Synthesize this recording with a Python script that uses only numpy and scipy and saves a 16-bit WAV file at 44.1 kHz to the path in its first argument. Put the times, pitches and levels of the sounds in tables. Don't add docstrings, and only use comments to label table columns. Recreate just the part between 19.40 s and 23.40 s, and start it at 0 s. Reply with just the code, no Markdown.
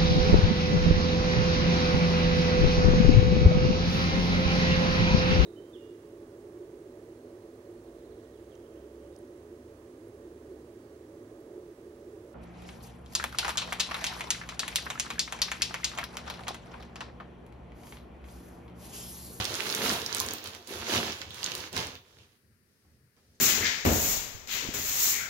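import sys
import numpy as np
from scipy import signal
from scipy.fft import rfft, irfft, next_fast_len
from scipy.io import wavfile

SR = 44100
rng = np.random.default_rng(int(sys.argv[2]) if len(sys.argv) > 2 else 0)


def dump_mix(stems):
    frames = np.atleast_2d(stems).T
    limited = np.clip(frames, -1, 1)
    pcm = np.round(limited * 32767).astype(np.int16)
    wavfile.write(sys.argv[1], SR, pcm)


N = 176400

# frequency_hz, correlation
ROOM_CORRELATION = [(100, 0.95), (280, 0.99), (550, 0.74), (1000, -0.044), (2000, -0.048), (15000, -0.1)]


def amp(db):
    return 10 ** (np.asarray(db) / 20)


def unit(x):
    return x / np.sqrt(np.mean(x ** 2) + 1e-20)


def along(points, hz):
    frequencies, values = np.transpose(points)
    return np.interp(np.log(hz + 1), np.log(frequencies + 1), values)


def bell(hz, centre_hz, octaves):
    return np.exp(-.5 * (np.log2((hz + 1) / centre_hz) / octaves) ** 2)


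def decay(t, t60_s):
    return np.exp(-np.log(1000) * t / t60_s)


def envelopes(rows):
    times, *columns = np.transpose(rows)
    times = np.r_[times[0] - .1, times, times[-1] + .1]
    return [amp(np.interp(np.arange(N) / SR, times, np.r_[-100, db, -100])) for db in columns]


def add(track, sound, index):
    part = track[..., index:index + sound.shape[-1]]
    part += sound[..., :part.shape[-1]]


def filtered(x, response):
    size = next_fast_len(N + SR // 2)
    return irfft(rfft(x, size) * response(np.fft.rfftfreq(size, 1 / SR)), size)[..., :N]


def pan(right_db):
    return amp(np.array([[-.5], [.5]]) * right_db) / np.sqrt(np.cosh(np.log(amp(right_db))))


def mid_side(hz):
    angle = np.arccos(along(ROOM_CORRELATION, hz)) / 2
    return np.array([np.cos(angle), np.sin(angle)])


def diffuse(spectrum):
    noise = rng.standard_normal((2, N))
    mid, side = filtered(noise, lambda hz: amp(along(spectrum, hz)) * mid_side(hz))
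    return unit(np.array([mid + side, mid - side]))


def reverb(x, tail_count=12):
    # frequency_hz, t60_s
    decay_times = [(100, 0.22), (500, 0.27), (3000, 0.28), (8000, 0.096), (15000, 0.42)]
    out, predelay = np.zeros((2, N)), SR // 400
    for k in range(tail_count):
        hz, t, bands = signal.stft(rng.standard_normal((2, SR // 3)), SR, nperseg=256)
        bands = bands * mid_side(hz)[..., None] * decay(t, along(decay_times, hz)[:, None])
        mid, side = signal.istft(bands, SR, nperseg=256)[1]
        tail = np.pad([mid + side, mid - side], ((0, 0), (predelay, 0))) / np.linalg.norm([mid, side])
        fade = np.clip(1 - abs(np.linspace(0, tail_count - 1, N) - k), 0, 1)
        active = np.flatnonzero(fade)
        add(out, signal.fftconvolve((x * np.sqrt(fade))[None, active], tail, axes=1), active[0])
    return out


def on_right(x, wet_db, lag_s=0.0001355):
    # frequency_hz, right_over_left_db
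    balance = [(100, 4.7), (300, 0.1), (600, 1.5), (1000, 3), (2000, 6), (4500, 10.5), (8000, 3.5),
               (12000, 2)]
    x = np.broadcast_to(x, (2, N))
    lead_s = np.array([[-.5], [.5]]) * lag_s
    direct = filtered(x, lambda hz: pan(along(balance, hz)) * np.exp(2j * np.pi * hz * lead_s))
    return (direct + amp(wet_db) * reverb(x[1])) / np.hypot(1, amp(wet_db))


def room_tone(level_db=-69.5):
    # frequency_hz, gain_db
    spectrum = [(15, -42.5), (25, -18), (70, -4.5), (126, -8), (235, -3.5), (291, -15), (392, -8),
                (749, -25.5), (1780, -14), (3490, -27), (4690, -19.5), (7630, -28), (8970, -21.5),
                (13800, -24), (15800, -28.5)]
    # frequency_hz, left_over_right_db
    hiss_balance = [(100, -6.5), (300, -8), (900, 0), (1800, 10.5), (3200, 1.5), (5500, 2), (8500, 12),
                    (15000, 14.5)]
    return amp(level_db) * filtered(diffuse(spectrum), lambda hz: pan(-along(hiss_balance, hz)))


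def buckles(spectrum, per_s, scatter_db, slide_share, centre_hz, log_spread, cycles, size=96):
    facing_db, width_s = 2, .0001
    slide = diffuse(spectrum)
    when, strength, pitch, sign, facing, place = rng.random((int(per_s * N / SR), 6)).T
    pitch_hz = centre_hz * np.exp(log_spread * (2 * pitch - 1))
    turns = pitch_hz[:, None] * np.arange(size) / SR
    heights = np.sign(sign - .5) * amp(-scatter_db * np.log(np.maximum(strength, 1 / 150)))
    grains = heights[:, None] * np.cos(2 * np.pi * turns) * np.exp(-2 * turns / cycles)
    trains = []
    for side in (-1, 1):
        starts = np.abs(when * N + side * (place - .5) * width_s * SR).astype(int)
        samples = starts[:, None] + np.arange(size)
        heard = grains * amp(side * facing_db * (2 * facing - 1))[:, None]
        trains.append(np.bincount(samples.ravel(), heard.ravel(), N + size)[:N])
    crackle = unit(filtered(np.array(trains), lambda hz: amp(along(spectrum, hz))))
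    return np.sqrt(1 - slide_share) * crackle + np.sqrt(slide_share) * slide


def moving_film():
    # time_s, rustle_db, fizz_db, flap_db
    pull = [(0, -33, -46.5, -32), (0.03, -42.5, -50, -44), (0.12, -40.5, -49, -44),
            (0.22, -41.5, -46, -43.5), (0.3, -39, -44, -42.5), (0.36, -39, -44.5, -43.5),
            (0.41, -40, -44.5, -38.5), (0.45, -32.5, -38, -37.5), (0.52, -33.5, -42.5, -32),
            (0.58, -40.1, -47.3, -41.5), (0.65, -46, -54, -48), (0.71, -44.5, -57, -47.7),
            (0.75, -40.5, -50, -41.5), (0.82, -40.5, -50.5, -45), (0.87, -45.5, -54.5, -42.5),
            (0.93, -43.5, -57, -44), (1.02, -53, -82.5, -54.5), (1.06, -44, -53.5, -45.5),
            (1.11, -53.5, -64.5, -53.5), (1.15, -49, -62.5, -51), (1.2, -60, -70.5, -52.5),
            (1.26, -60, -72, -60.5)]
    # time_s, rustle_db, fizz_db, flap_db
    swing = [(1.28, -51, -52, -50.5), (1.33, -45, -48, -43), (1.44, -45.5, -57.5, -48.5),
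             (1.5, -36.5, -42.5, -36), (1.56, -29.5, -42.5, -32.9), (1.62, -41, -51, -37.5),
             (1.69, -40, -57, -41.7), (1.77, -48.5, -58.5, -54), (1.83, -48.5, -69, -52),
             (1.88, -57, -80, -54.5), (1.95, -49.5, -58, -56.8), (2.01, -46.5, -56.5, -51.5),
             (2.07, -42.5, -59, -47.3), (2.14, -46, -54.5, -47.5), (2.2, -44.5, -53, -48),
             (2.27, -48.0, -62, -53.5), (2.315, -61.5, -72, -62)]
    # time_s, rustle_db, fizz_db, flap_db
    landing = [(2.335, -46.5, -63.5, -41), (2.37, -38, -47.5, -39.5), (2.41, -39, -55, -37.5),
               (2.48, -47.5, -65.5, -47.5), (2.56, -55, -76.5, -55.5), (2.61, -70, -87, -67),
               (2.67, -69.5, -77.5, -69.5), (2.8, -68, -78.5, -68), (2.96, -77, -79.5, -79)]
    # frequency_hz, gain_db
    rustle_eq = [(300, -50.5), (900, 0), (1400, -0.5), (2000, -4), (3000, -0.5), (4000, 0), (5200, -3),
                 (6600, -2.5), (8000, -15.5), (11000, -27)]
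    fizz_eq = [(4000, -37), (7000, -6.5), (8200, -9.5), (9400, -0.5), (10400, -3), (11700, 1), (13000, -5),
               (15600, -5.5)]
    flap_eq = [(70, -30), (140, -6), (200, -3.5), (270, -2), (430, 1.5), (650, -3), (1050, -3.5),
               (1500, -17.5), (3000, -26)]
    billow_eq = [(90, -30), (150, -6), (200, -1), (270, 1.5), (340, -6.5), (600, -23)]
    rustle_gain, fizz_gain, flap_gain = envelopes(np.vstack([pull, swing, landing]))
    rustle = buckles(rustle_eq, per_s=1700, scatter_db=3.65, slide_share=0.48,
                     centre_hz=3700, log_spread=0.85, cycles=1.6)
    out = on_right(amp(5) * rustle_gain * rustle, wet_db=-4.5)
    fizz = buckles(fizz_eq, per_s=2600, scatter_db=3.6, slide_share=0.086,
                   centre_hz=10700, log_spread=0.7, cycles=2)
    out += on_right(amp(2.5) * fizz_gain * fizz, wet_db=-3)
    flap = buckles(flap_eq, per_s=500, scatter_db=3, slide_share=0.43,
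                   centre_hz=527, log_spread=1.17, cycles=1, size=512)
    out += on_right(amp(0.5) * flap_gain * flap, wet_db=-4)
    billow_gain = amp(-5) * flap_gain.max() * (flap_gain / flap_gain.max()) ** 1.95
    return out + billow_gain * diffuse(billow_eq)


def pushed_air(trim_db=1):
    # time_s, level_db
    gusts = [(0.0, -39), (0.07, -57), (0.1, -50), (0.2, -58.5), (0.43, -51.5), (0.44, -43), (0.66, -57.5),
             (0.93, -50), (0.98, -66), (1.09, -57.5), (1.26, -68.5), (1.4, -49), (1.5, -61.5),
             (1.55, -39.5), (1.77, -59), (1.78, -64), (1.91, -47.5), (1.94, -57.5), (2.18, -54.5),
             (2.3, -64), (2.37, -40.5), (2.71, -78), (2.78, -68), (2.95, -74.5)]
    # frequency_hz, gain_db
    spectrum = [(20, -30.5), (40, -17), (60, -11.5), (78, 1), (100, 0), (120, -2.5), (160, -17),
                (400, -48.5)]
    gain, = envelopes(gusts)
    return amp(trim_db) * gain * diffuse(spectrum)


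def crease_snaps(trim_db=0.5, floor_db=-21, flutter_db=-15, right_db=10, size=1024):
    # start_s,
    # level_db, centre_hz, width_octaves
    creases = [(0.0441, -15.5, 5460, .9), (0.0533, -11.5, 4430, 0.61), (0.1422, -18, 4940, 0.51),
               (0.1532, -17, 6000, 0.45), (0.2055, -14, 2425, 0.65), (0.2924, -17, 4800, 0.26),
               (0.301, -15.5, 4310, 0.38), (.326, -15, 4260, 0.4), (0.3497, -8, 6600, 0.74),
               (0.469, -16.5, 5020, 0.67), (0.4946, -13.5, 4800, 0.44), (.533, -16.5, 5500, 0.41),
               (.618, -20, 4160, 0.51), (0.6627, -11, 5270, 0.25), (0.7277, -16.5, 5140, 0.27),
               (.748, -9, 6860, 0.69), (0.769, -14.5, 7530, 0.78), (0.7837, -16, 5440, 0.27),
               (0.796, -19, 5900, 0.36), (0.8013, -3.5, 7100, 0.78), (.8165, -17, 6000, 0.7),
               (0.864, -19, 6980, 0.42), (.887, -16, 5030, 0.53), (0.9095, -18.5, 5260, 0.29),
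               (0.9364, -11, 10000, .7), (.9843, -26, 3770, .6), (1.0417, -18, 8000, 2),
               (1.074, -23.5, 4900, 0.78), (1.1498, -23, 3000, 1.5), (1.274, -27, 5500, 0.69),
               (1.668, -19.5, 4780, 0.13), (1.722, -22.5, 5400, 0.16), (1.8164, -20.5, 4286, 0.49),
               (1.907, -25, 3550, 0.24), (1.945, -25.5, 5000, .8), (2.0310, -17.5, 4060, 0.54),
               (2.0431, -12, 5860, 0.26), (2.0625, -15, 4200, .6), (2.119, -16, 3710, .5),
               (2.1522, -12, 5800, 0.95), (2.179, -25, 5970, 0.59), (2.2048, -25.5, 4540, 0.42),
               (2.3295, -22, 5020, 0.87), (2.3655, -13, 3720, 0.76), (2.3776, -13.5, 3580, 0.68),
               (2.470, -23.5, 6500, 0.53), (2.554, -28, 3370, 0.34), (2.787, -39, 3400, .6),
               (3.766, -53, 4000, 0.9)]
    out, t, hz = np.zeros((2, N)), np.arange(size) / SR, np.fft.rfftfreq(size, 1 / SR)
    for start_s, level_db, centre_hz, octaves in creases:
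        spectrum = bell(hz, centre_hz, octaves) + amp(floor_db)
        cepstrum = irfft(np.log(spectrum))
        folded = np.r_[cepstrum[0], 2 * cepstrum[1:size // 2]]
        pulse = irfft(np.exp(rfft(folded, size)))
        flutter = amp(flutter_db) * rng.standard_normal((2, size)) * decay(t, t60_s=0.0074)
        flutter[:, 0] = amp(-right_db), 1
        snap = signal.fftconvolve(pulse[None] / abs(pulse).max(), flutter, axes=1)
        add(out, amp(level_db + trim_db) * snap, round(start_s * SR))
    return on_right(out, wet_db=-5.5)


def panel_pop(start_s=.8085, level_db=-18, pitch_hz=1050, rise_s=0.00085):
    out, t = np.zeros(N), np.arange(2048) / SR
    ring = np.sin(2 * np.pi * pitch_hz * t) * (1 - np.exp(-t / rise_s)) * decay(t, t60_s=0.015)
    add(out, amp(level_db) * ring, round(start_s * SR))
    return on_right(out, wet_db=-3)


def scuffs(rise_s=.005, fall_s=0.014, size=8192):
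    # start_s, level_db, centre_hz, width_octaves
    slips = [(1.903, -38.5, 3460, 0.13), (2.550, -45.5, 3400, 0.17), (2.788, -49, 2870, 0.2),
             (3.440, -62.5, 450, 1), (3.768, -58.5, 700, 1.5), (3.946, -62.5, 5070, .5)]
    out, t, hz = np.zeros(N), np.arange(size) / SR, np.fft.rfftfreq(size, 1 / SR)
    swell = (1 - np.exp(-t / rise_s)) * np.exp(-t / fall_s)
    for start_s, level_db, centre_hz, octaves in slips:
        friction = unit(irfft(rfft(rng.standard_normal(size)) * bell(hz, centre_hz, octaves)))
        add(out, amp(level_db) * friction * swell, round(start_s * SR))
    return on_right(out, wet_db=1)


def landing_puff(start_s=2.345, level_db=-36, rise_s=.025, fall_s=0.048):
    t = np.maximum(np.arange(N) / SR - start_s, 0)
    puff = unit(filtered(rng.standard_normal(N), lambda hz: bell(hz, centre_hz=460, octaves=.6)))
    swell = (1 - np.exp(-t / rise_s)) * np.exp(-t / fall_s)
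    return on_right(amp(level_db) * puff * swell, wet_db=-2)


def fabric(bump_trim_db=0.5, stroke_fade_s=0.016):
    # time_s, level_db
    handling = [(2.6, -59), (2.688, -91), (2.74, -63), (2.822, -61), (2.992, -82), (3.06, -65),
                (3.402, -83.5), (3.476, -62), (3.672, -66.5), (3.742, -86.5), (3.928, -62.5), (4.0, -66)]
    # start_s, length_s, level_db
    strokes = [(2.653, 0.21, -67), (3.276, 0.31, -76.5), (3.752, 0.39, -72)]
    # frequency_hz, gain_db
    bump_eq = [(15, -56.5), (25, -40.5), (81, 3), (144, -4), (173, -14), (217, -10.5), (413, -23.5),
               (438, -20), (900, -35), (1170, -68.5), (1980, -120)]
    brush_eq = [(150, -15), (450, 11), (800, -3), (1700, -10.5), (3000, -4), (5500, 0), (8000, -9),
                (15000, -20)]
    bump_gain, = envelopes(handling)
    bumps = amp(bump_trim_db) * bump_gain * diffuse(list(bump_eq) + [(2500, -68)])
    brush_gain, t = np.zeros(N), np.arange(N) / SR
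    for start_s, length_s, level_db in strokes:
        inside_s = np.minimum(t - start_s, start_s + length_s - t)
        brush_gain += amp(level_db) * np.clip(inside_s / stroke_fade_s, 0, 1)
    return bumps + brush_gain * diffuse(brush_eq)


def scene():
    bag = moving_film() + pushed_air() + crease_snaps() + panel_pop() + landing_puff()
    return bag + scuffs() + fabric() + room_tone()


def record(dry):
    return filtered(dry, lambda hz: hz < 15900)


dry = scene()
out = record(dry)
dump_mix(out)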